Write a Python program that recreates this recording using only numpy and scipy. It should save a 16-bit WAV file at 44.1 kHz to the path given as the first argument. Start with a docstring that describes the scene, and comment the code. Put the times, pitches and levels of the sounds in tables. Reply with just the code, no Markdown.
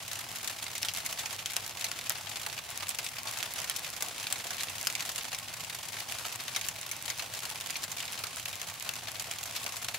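"""Rain and small hail on a shingle roof.

Near pellets crack, shatter and thud on the deck: noise bursts coloured by the shingles.
Countless farther pellets and drops merge into patter and a wet hiss that follow the shower's strength.
Drops ring a metal gutter and plink in its water. A low hum wavers underneath."""
import sys
import numpy as np
from scipy import signal
from scipy.fft import rfft, irfft, next_fast_len
from scipy.io import wavfile
from scipy.ndimage import uniform_filter1d

SR = 44100
rng = np.random.default_rng(int(sys.argv[2]) if len(sys.argv) > 2 else 0)


def waveform_to_disk(signal):
    """Save audio, clipped to [-1, 1], as 16-bit WAV at the path in sys.argv[1]."""
    frames = np.transpose(np.atleast_2d(signal))
    scaled = np.clip(frames, -1, 1) * 32767
    samples = np.round(scaled).astype(np.int16)
    wavfile.write(sys.argv[1], SR, samples)


N = 440118
HIT_SAMPLES, LEAD_SAMPLES = 2048, 96  # one hit, and the silence it opens with
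HIT_HZ = np.fft.rfftfreq(HIT_SAMPLES, 1 / SR)
AGE_S = (np.arange(HIT_SAMPLES) - LEAD_SAMPLES) / SR
SIDES = np.array([[1], [-1]])  # left, right


def undb(db):
    return 10 ** (np.asarray(db) / 20)


def at_rms(x, db):
    return x * undb(db) / np.sqrt(np.mean(x ** 2))


def curve(points, hz):
    """Read (Hz, value) points on a log-frequency axis."""
    knots_hz, values = np.transpose(points)
    return np.interp(np.log(hz + 1), np.log(knots_hz), values)


def filtered(x, kind, edge_hz):
    return signal.sosfilt(signal.butter(2, edge_hz, kind, fs=SR, output="sos"), x)


def resonate(x, hz, width_hz):
    return signal.lfilter(*signal.iirpeak(hz, hz / width_hz, fs=SR), x)


def minimum_phase(gains_db):
    """The response with these gains that rings only after the blow."""
    cepstrum = irfft(np.log(undb(gains_db)))
    return np.exp(rfft(cepstrum * (1 + np.sign(np.fft.fftfreq(HIT_SAMPLES)))))


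def stereo_spectra(pair, hz):
    """Mix two unrelated spectra into left and right: alike in the bass, apart in the treble."""
    # Each row: frequency in Hz, left-right correlation.
    likeness = [(60, 0.84), (170, 0.82), (390, 0.41), (800, 0.68), (1300, 0.68), (2300, 0.51), (4000, 0.75),
                (5600, 0.31), (6600, 0.26), (8400, -0.063), (11500, 0.2), (16000, -0.062)]
    correlation = curve(likeness, hz)
    mid = np.sqrt((1 + correlation) / 2) * pair[..., :1, :]
    side = np.sqrt((1 - correlation) / 2) * pair[..., 1:, :]
    return mid + SIDES * side


def stereo_field(pair, colour=None):
    """Two unrelated signals as left and right, with optional (Hz, dB) colour."""
    size = next_fast_len(N)
    hz = np.fft.rfftfreq(size, 1 / SR)
    gain = 1 if colour is None else undb(curve(colour, hz))
    return irfft(stereo_spectra(rfft(pair, size), hz) * gain, size)[:, :N]


def wander(rate_hz):
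    """Smoothed random steps, spread near 1."""
    hold = int(SR / rate_hz)
    steps = rng.standard_normal(512)[np.arange(N) // hold % 512]
    return np.sqrt(2) * uniform_filter1d(uniform_filter1d(steps, hold), hold)


def drops(per_s, spread_db):
    """Randomly timed impulses of uneven size."""
    return (rng.random(N) < per_s / SR) * undb(spread_db * np.clip(rng.standard_normal(N), -2, 2))


def scattered_times(count):
    """Jittered, evenly spread starts in seconds."""
    return (np.arange(count) + 2 * rng.random(count)) / count * N / SR


def fade(decay_s, delay_s=0):
    return (AGE_S >= delay_s) * np.exp(-np.abs(AGE_S - delay_s) / decay_s)


def hum(tilt_db=0.75):
    """A low wavering hum, leaning right: noise in a few narrow resonances."""
    # Each row: centre in Hz, width in Hz, level in dB.
    resonances = [(60.3, 22, -69.5), (97.5, 19, -62), (114.6, 16.3, -63), (133, 36, -66.5),
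                  (164.5, 30.5, -65.5), (244.3, 14, -71)]
    out = 0
    for hz, width_hz, db in resonances:
        band = filtered(rng.standard_normal((2, N)), "band", [hz - width_hz / 2, hz + width_hz / 2])
        out = out + at_rms(band, db)
    return stereo_field(out) * undb(-tilt_db * SIDES)


def mist(db=-53.5, edge_hz=12500):
    """The finest droplets merge into a smooth sizzle."""
    return at_rms(filtered(rng.standard_normal((2, N)), "high", edge_hz), db)


def wash(db=-45, drops_per_s=1200, splash_s=0.0054, swell_db=0.46):
    """Distant drops, each a tiny splash, overlap into a grainy hiss."""
    # Splash spectrum. Each row: frequency in Hz, gain in dB.
    colour = [(200, -5.5), (420, -6), (560, -5.5), (720, -1), (980, -3), (1100, -2.5), (1250, -4.5),
              (2000, -3), (2600, -1), (5000, -4), (8000, -6.5), (12000, -10), (15000, -43)]
    impacts = drops(drops_per_s, spread_db=6.0)
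    power = signal.lfilter([1], [1, -np.exp(-2 / (splash_s * SR))], impacts ** 2)
    splashes = np.sqrt(power + 1e-18) * rng.standard_normal((2, N))
    splashes = filtered(splashes, "high", edge_hz=150)  # such small drops make no bass
    return at_rms(stereo_field(splashes, colour), db) * undb(swell_db * wander(rate_hz=2.84))


def gutter(ring_db=-56.5, drops_per_s=25, plink_s=0.01, plink_gain_db=-1.5, splash_mix=0.88):
    """Drops ring the modes of the metal trough; the biggest plink in its water."""
    # Trough modes. Each row: frequency in Hz, width in Hz, relative level in dB.
    modes = [(516, 15, -10.5), (660, 54, -3.5), (787, 280, 1.5), (874, 96, -4.5), (1100, 23, -1.5),
             (2080, 72, -1)]
    # Biggest drops. Each row: start in seconds, level in dB, pitch in Hz.
    plinks = [(1.237, -37.5, 864), (2.468, -35, 846), (2.825, -36, 1205), (3.255, -36, 880),
              (4.071, -36, 713), (4.454, -40, 697), (6.264, -38, 693), (7.223, -40.5, 690),
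              (7.442, -42, 1110), (7.512, -42, 867), (9.284, -39.5, 680), (9.65, -41, 694),
              (9.741, -41, 995)]
    ring = 0
    for hz, width_hz, db in modes:
        impacts = np.array([drops(drops_per_s, spread_db=4.5) for _ in range(2)])
        ring = ring + undb(db) / np.sqrt(width_hz) * resonate(impacts, hz, width_hz)
    out = at_rms(stereo_field(ring), ring_db)
    for start_s, db, hz in plinks:
        start = int(start_s * SR) - LEAD_SAMPLES
        splash = at_rms(resonate(rng.standard_normal((2, HIT_SAMPLES)), hz, hz / 2), 0)
        tone = np.sin(2 * np.pi * hz * AGE_S) + splash_mix * splash
        envelope = fade(plink_s) - fade(0.00025)
        out[:, start:start + HIT_SAMPLES] += undb(db + plink_gain_db) * envelope * tone
    return out


def shingle_response(thud_db, treble_db, ripple_db, ripple_step_hz=450):
    """One filter per hit: every spot on the roof has resonances of its own."""
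    # Struck shingle. Each row: frequency in Hz, gain in dB.
    shingle = [(150, -20), (400, -17), (680, -5), (950, -7), (1350, -5.5), (2000, -2), (2400, 0),
               (3300, -1.5), (4300, -2), (5300, -3.5), (7000, -3.5), (8600, -6.5), (11500, -8),
               (15700, -13.5)]
    knots = rng.standard_normal((len(thud_db), 128))
    spot = np.array([np.interp(HIT_HZ / ripple_step_hz, np.arange(128), k) for k in knots])[:, None]
    ripple = ripple_db * spot * curve([(900, .5), (2200, 1), (7000, 1), (12000, .5)], HIT_HZ)
    low_shelf = thud_db * curve([(1300, 1), (2100, 0)], HIT_HZ)
    high_shelf = treble_db * curve([(4500, 0), (7500, 1)], HIT_HZ)
    return minimum_phase(curve(shingle, HIT_HZ) + ripple + low_shelf + high_shelf)


def pellets(start_s, db, thud_db, treble_db, crumble_s, pan_db, crack, rise_s=0.00047, crack_s=0.00015,
            spray_db=-21, spray_s=0.053, thud_s=0.02, thud_hz=1500, ripple_db=2.0):
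    """Each pellet cracks, crumbles and sprays while the deck thuds; pan_db is left minus right."""
    columns = np.array(np.broadcast_arrays(db, thud_db, treble_db, crumble_s, pan_db))
    db, thud_db, treble_db, crumble_s, pan_db = columns[:, :, None, None]
    count = len(start_s)
    force, lag = rng.random((count, 2, 1, 1)).swapaxes(0, 1)
    grit, boards = rng.standard_normal((2, count, 2, HIT_SAMPLES))
    crumble_s = np.maximum(crumble_s, 1e-3)
    crumble = (fade(crumble_s) + undb(spray_db) * fade(spray_s)) * (1 - fade(rise_s))
    # hard contact is sharpest in loud, brief hits
    sharpness = np.sqrt(np.median(crumble_s) / crumble_s * undb(db - np.max(db)))
    contact = crack * (.5 + force / 2) * sharpness * fade(crack_s, delay_s=0.0012 * lag ** 2)
    burst, deck = (e / np.linalg.norm(e, axis=-1, keepdims=True)
                   for e in (crumble + contact, fade(thud_s)))
    deck_share = 1 / (1 + (HIT_HZ / thud_hz) ** 4)
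    spectra = rfft(grit * burst) * np.sqrt(1 - deck_share) + rfft(boards * deck) * np.sqrt(deck_share)
    spectra = stereo_spectra(spectra, HIT_HZ) * shingle_response(thud_db, treble_db, ripple_db)
    # db sets the mid-band energy, as an rms over 10 ms
    mid_band = spectra[..., (HIT_HZ > 1600) & (HIT_HZ < 6000)]
    energy = 2 * np.sum(np.abs(mid_band) ** 2, axis=-1, keepdims=True) / HIT_SAMPLES
    hits = irfft(spectra / np.sqrt(energy / (.01 * SR))) * undb(db + SIDES * pan_db / 2)
    out = np.zeros((2, N + 2 * HIT_SAMPLES))
    for start, hit in zip(np.clip(start_s * SR, 0, N).astype(int), hits):
        out[:, start:start + HIT_SAMPLES] += hit
    return out[:, LEAD_SAMPLES:LEAD_SAMPLES + N]


def patter(count=480):
    """Small pellets all over the roof, their attacks softened by distance."""
    size, thud, treble, length, side = 2 * rng.random((count, 5)).T - 1
    return pellets(scattered_times(count), db=-46 + 6.5 * size, thud_db=3 + 2.5 * thud,
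                   treble_db=1.5 + 2.5 * treble, crumble_s=0.0033 * 2 ** length, pan_db=3 * side,
                   crack=.9, rise_s=0.0031)


def ice_chips(count=130):
    """Chips of ice bounce on the shingles with tiny dry ticks."""
    size, side, when = rng.random((count, 3)).T
    return pellets(when * N / SR, db=-48 + 2 * size, thud_db=-7, treble_db=5.5, crumble_s=0.0017,
                   pan_db=6 * (2 * side - 1), crack=6.4, spray_db=-35)


def small_hail(count=120):
    """Light pellets land nearby; the smaller they are, the shorter and brighter they tick."""
    size, thud, side = 2 * rng.random((count, 3)).T - 1
    return pellets(scattered_times(count), db=-40.5 + 2 * size, thud_db=-3.5 + 7.5 * thud,
                   treble_db=-1.5 - 7.5 * size, crumble_s=0.0032 * 2 ** (2 * size / 3),
                   pan_db=7.5 * side, crack=2.6, rise_s=0.0012)


def big_hail(crumble_s=0.0045, halving_db=9, delay_s=0.0007):
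    """The biggest pellets: the cleaner the bounce, the shorter the crumble."""
    # Each row: start in seconds, then snap, knock, thud, sizzle and left minus right, all in dB.
    # Knock sets the level; the higher snap is relative to knock, the shorter and crisper the hit.
    strikes = [(0.154, -26, -37, -46, -37, -1.0), (0.4748, -13, -31.5, -47.5, -28, 0),
               (0.7514, -38, -32, -43, -33, 0.5), (0.829, -7, -27, -40, -34, 3.0),
               (0.8474, -27, -30.5, -42, -30, -3), (0.8847, -21, -26, -41, -29, 1),
               (0.9722, -17, -34, -43, -34, 2.0), (1.062, -18, -32, -48, -29, 1.0),
               (1.126, -17, -34, -45, -30.5, -2), (1.1905, -31, -30.5, -45, -32, 0.5),
               (1.257, -18, -31, -45, -31, -2), (1.4584, -19, -31.5, -48, -30, 5),
               (1.5649, -8, -26.5, -39, -26, 2.5), (1.8095, -21, -37, -51, -41, 3),
               (1.8418, -17.5, -27.5, -40.5, -22.5, 1), (1.915, -11, -32.5, -45, -34, 4),
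               (1.9894, -19, -35.5, -45, -37, 0.0), (2.0955, -1, -31.5, -38.5, -20.5, -3),
               (2.1024, -14, -31, -44.5, -37, 5), (2.3575, -16, -34, -46, -38, 4),
               (2.4633, -18, -33.5, -40, -28, 2.0), (2.577, -21, -33.5, -42.5, -40, 2.0),
               (2.8228, -23, -39, -42, -44, 0.5), (2.868, -20, -38, -51, -36, 3),
               (2.8818, -23, -39, -52, -33, 2), (2.8903, -18, -35, -47, -26.5, -3),
               (2.9861, -19, -29.5, -38.5, -31, 0), (3.042, -32, -35, -44, -30, 1.5),
               (3.0634, -21, -31.5, -49, -29.5, 2.5), (3.1832, -25, -34, -48, -36, 0),
               (3.27, -28, -31.5, -39, -37, 1.0), (3.427, -7, -30.5, -41, -29, -5),
               (3.5813, -26, -36, -38, -33, -1.5), (3.696, -11, -30, -41, -23, -0.5),
               (3.7616, -20, -32, -55, -27, 2.5), (4.0224, -17, -31, -37.5, -22, 1.5),
               (4.2679, -20, -30.5, -40.5, -30, -2.0), (4.3246, -9, -30.5, -42, -20.5, 1),
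               (4.5044, -22, -32, -41, -32, -1.5), (4.5316, -20, -38, -42, -35, 2),
               (4.594, -24, -36.5, -53, -41, 0.5), (4.6067, -25, -31, -46, -32, 0),
               (4.6323, -16, -35, -47, -28, -2), (4.811, -19, -37, -51, -33, 5),
               (4.8696, -9, -24.5, -38, -21, 2.5), (4.9507, -14, -28.5, -51, -30, -1.0),
               (5.005, -20, -31, -41.5, -33, 0), (5.0903, -20, -33, -40.5, -29, 1.5),
               (5.1786, -24, -32, -41, -31, 2), (5.3283, -25, -33, -38, -36, 2.0),
               (5.3465, -19, -31.5, -47, -31, 0), (5.6967, -24, -35, -47, -34, 1.0),
               (5.9664, -23, -35, -49, -43, -1), (6.121, -18, -34, -44, -31, 1),
               (6.2494, -26, -42, -37.5, -51, -3), (6.4798, -13, -32.5, -51, -39, 2.0),
               (6.548, -30, -31, -43, -33, 0.0), (6.5614, -13, -26.5, -41, -27.5, 3),
               (6.6118, -19, -33, -55, -33, 1), (6.6855, -15, -31.5, -44, -26, -0.5),
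               (6.9125, -22, -33, -49, -27.5, -1), (7.079, -19, -33.5, -40, -33, 0.5),
               (7.1, -14, -29.5, -50, -33, 0.5), (7.194, -21, -31, -36.5, -33, 1.5),
               (7.4525, -19, -35, -42, -33, 1.5), (7.6091, -17, -37.5, -52, -37, 0.5),
               (7.7043, -24, -33.5, -44, -31, 0), (7.755, -23, -30.5, -48, -44, 4),
               (7.8374, -22, -33, -42, -30, 2.0), (7.9157, -26, -39, -52, -28.5, -3),
               (8.0021, -19, -32, -51, -35, 2.0), (8.2376, -15, -31.5, -39, -34, 1.0),
               (8.4564, -15, -32, -40.5, -35, -1), (8.6143, -15, -35, -44, -35, 1.5),
               (8.8613, -39, -37, -35.5, -39, 2), (8.8907, -5, -28.5, -37, -30, 2.0),
               (9.1955, -22, -33, -48, -36, -2), (9.3113, -19, -32.5, -40, -31, -0.5),
               (9.563, -28, -29.5, -42, -30, 1), (9.663, -14, -30.5, -39, -33.5, 1.0),
               (9.845, -19, -34.5, -44, -31, -1.0), (9.8843, -16, -31, -38, -37, 0.5),
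               (9.9441, -21, -30, -37, -28, 0.5)]
    start_s, snap_db, knock_db, thud_db, sizzle_db, pan_db = np.transpose(strikes)
    clean_db, heavy_db, bright_db = (db - knock_db - np.median(db - knock_db)
                                     for db in (snap_db, thud_db, sizzle_db))
    return pellets(start_s + delay_s, db=knock_db - 3, thud_db=heavy_db - 2, treble_db=bright_db - 0.66,
                   crumble_s=crumble_s * 2 ** (-clean_db / halving_db), pan_db=pan_db,
                   crack=8.0, crack_s=0.0001, rise_s=0.001, spray_db=-27, ripple_db=3.5)


def scene():
    """The shower's strength scales all but the big hail, the gutter and the hum."""
    # Each row: time in seconds, shower strength in dB (used relative to the mean).
    shower = [(0.0, -42.5), (3.17, -43.5), (3.56, -40), (3.89, -43), (5.03, -42), (5.42, -43.5),
              (6.53, -42.5), (6.67, -44.5), (7.53, -42), (9.15, -44), (9.39, -42), (9.98, -45)]
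    time_s, shower_db = np.transpose(shower)
    strength = undb(np.interp(np.arange(N) / SR, time_s, shower_db - np.mean(shower_db)))
    roof = big_hail() + strength * (small_hail() + ice_chips() + patter() + wash() + mist())
    return roof + gutter() + hum()


def record(dry, bottom_hz=31, top_hz=15720):
    """Soft-clip, thin the deepest bass, cut the top."""
    thinned = filtered(np.tanh(dry), "high", bottom_hz)
    return signal.sosfilt(signal.ellip(10, .2, 70, top_hz, fs=SR, output="sos"), thinned)


dry = scene()
out = record(dry)
waveform_to_disk(out)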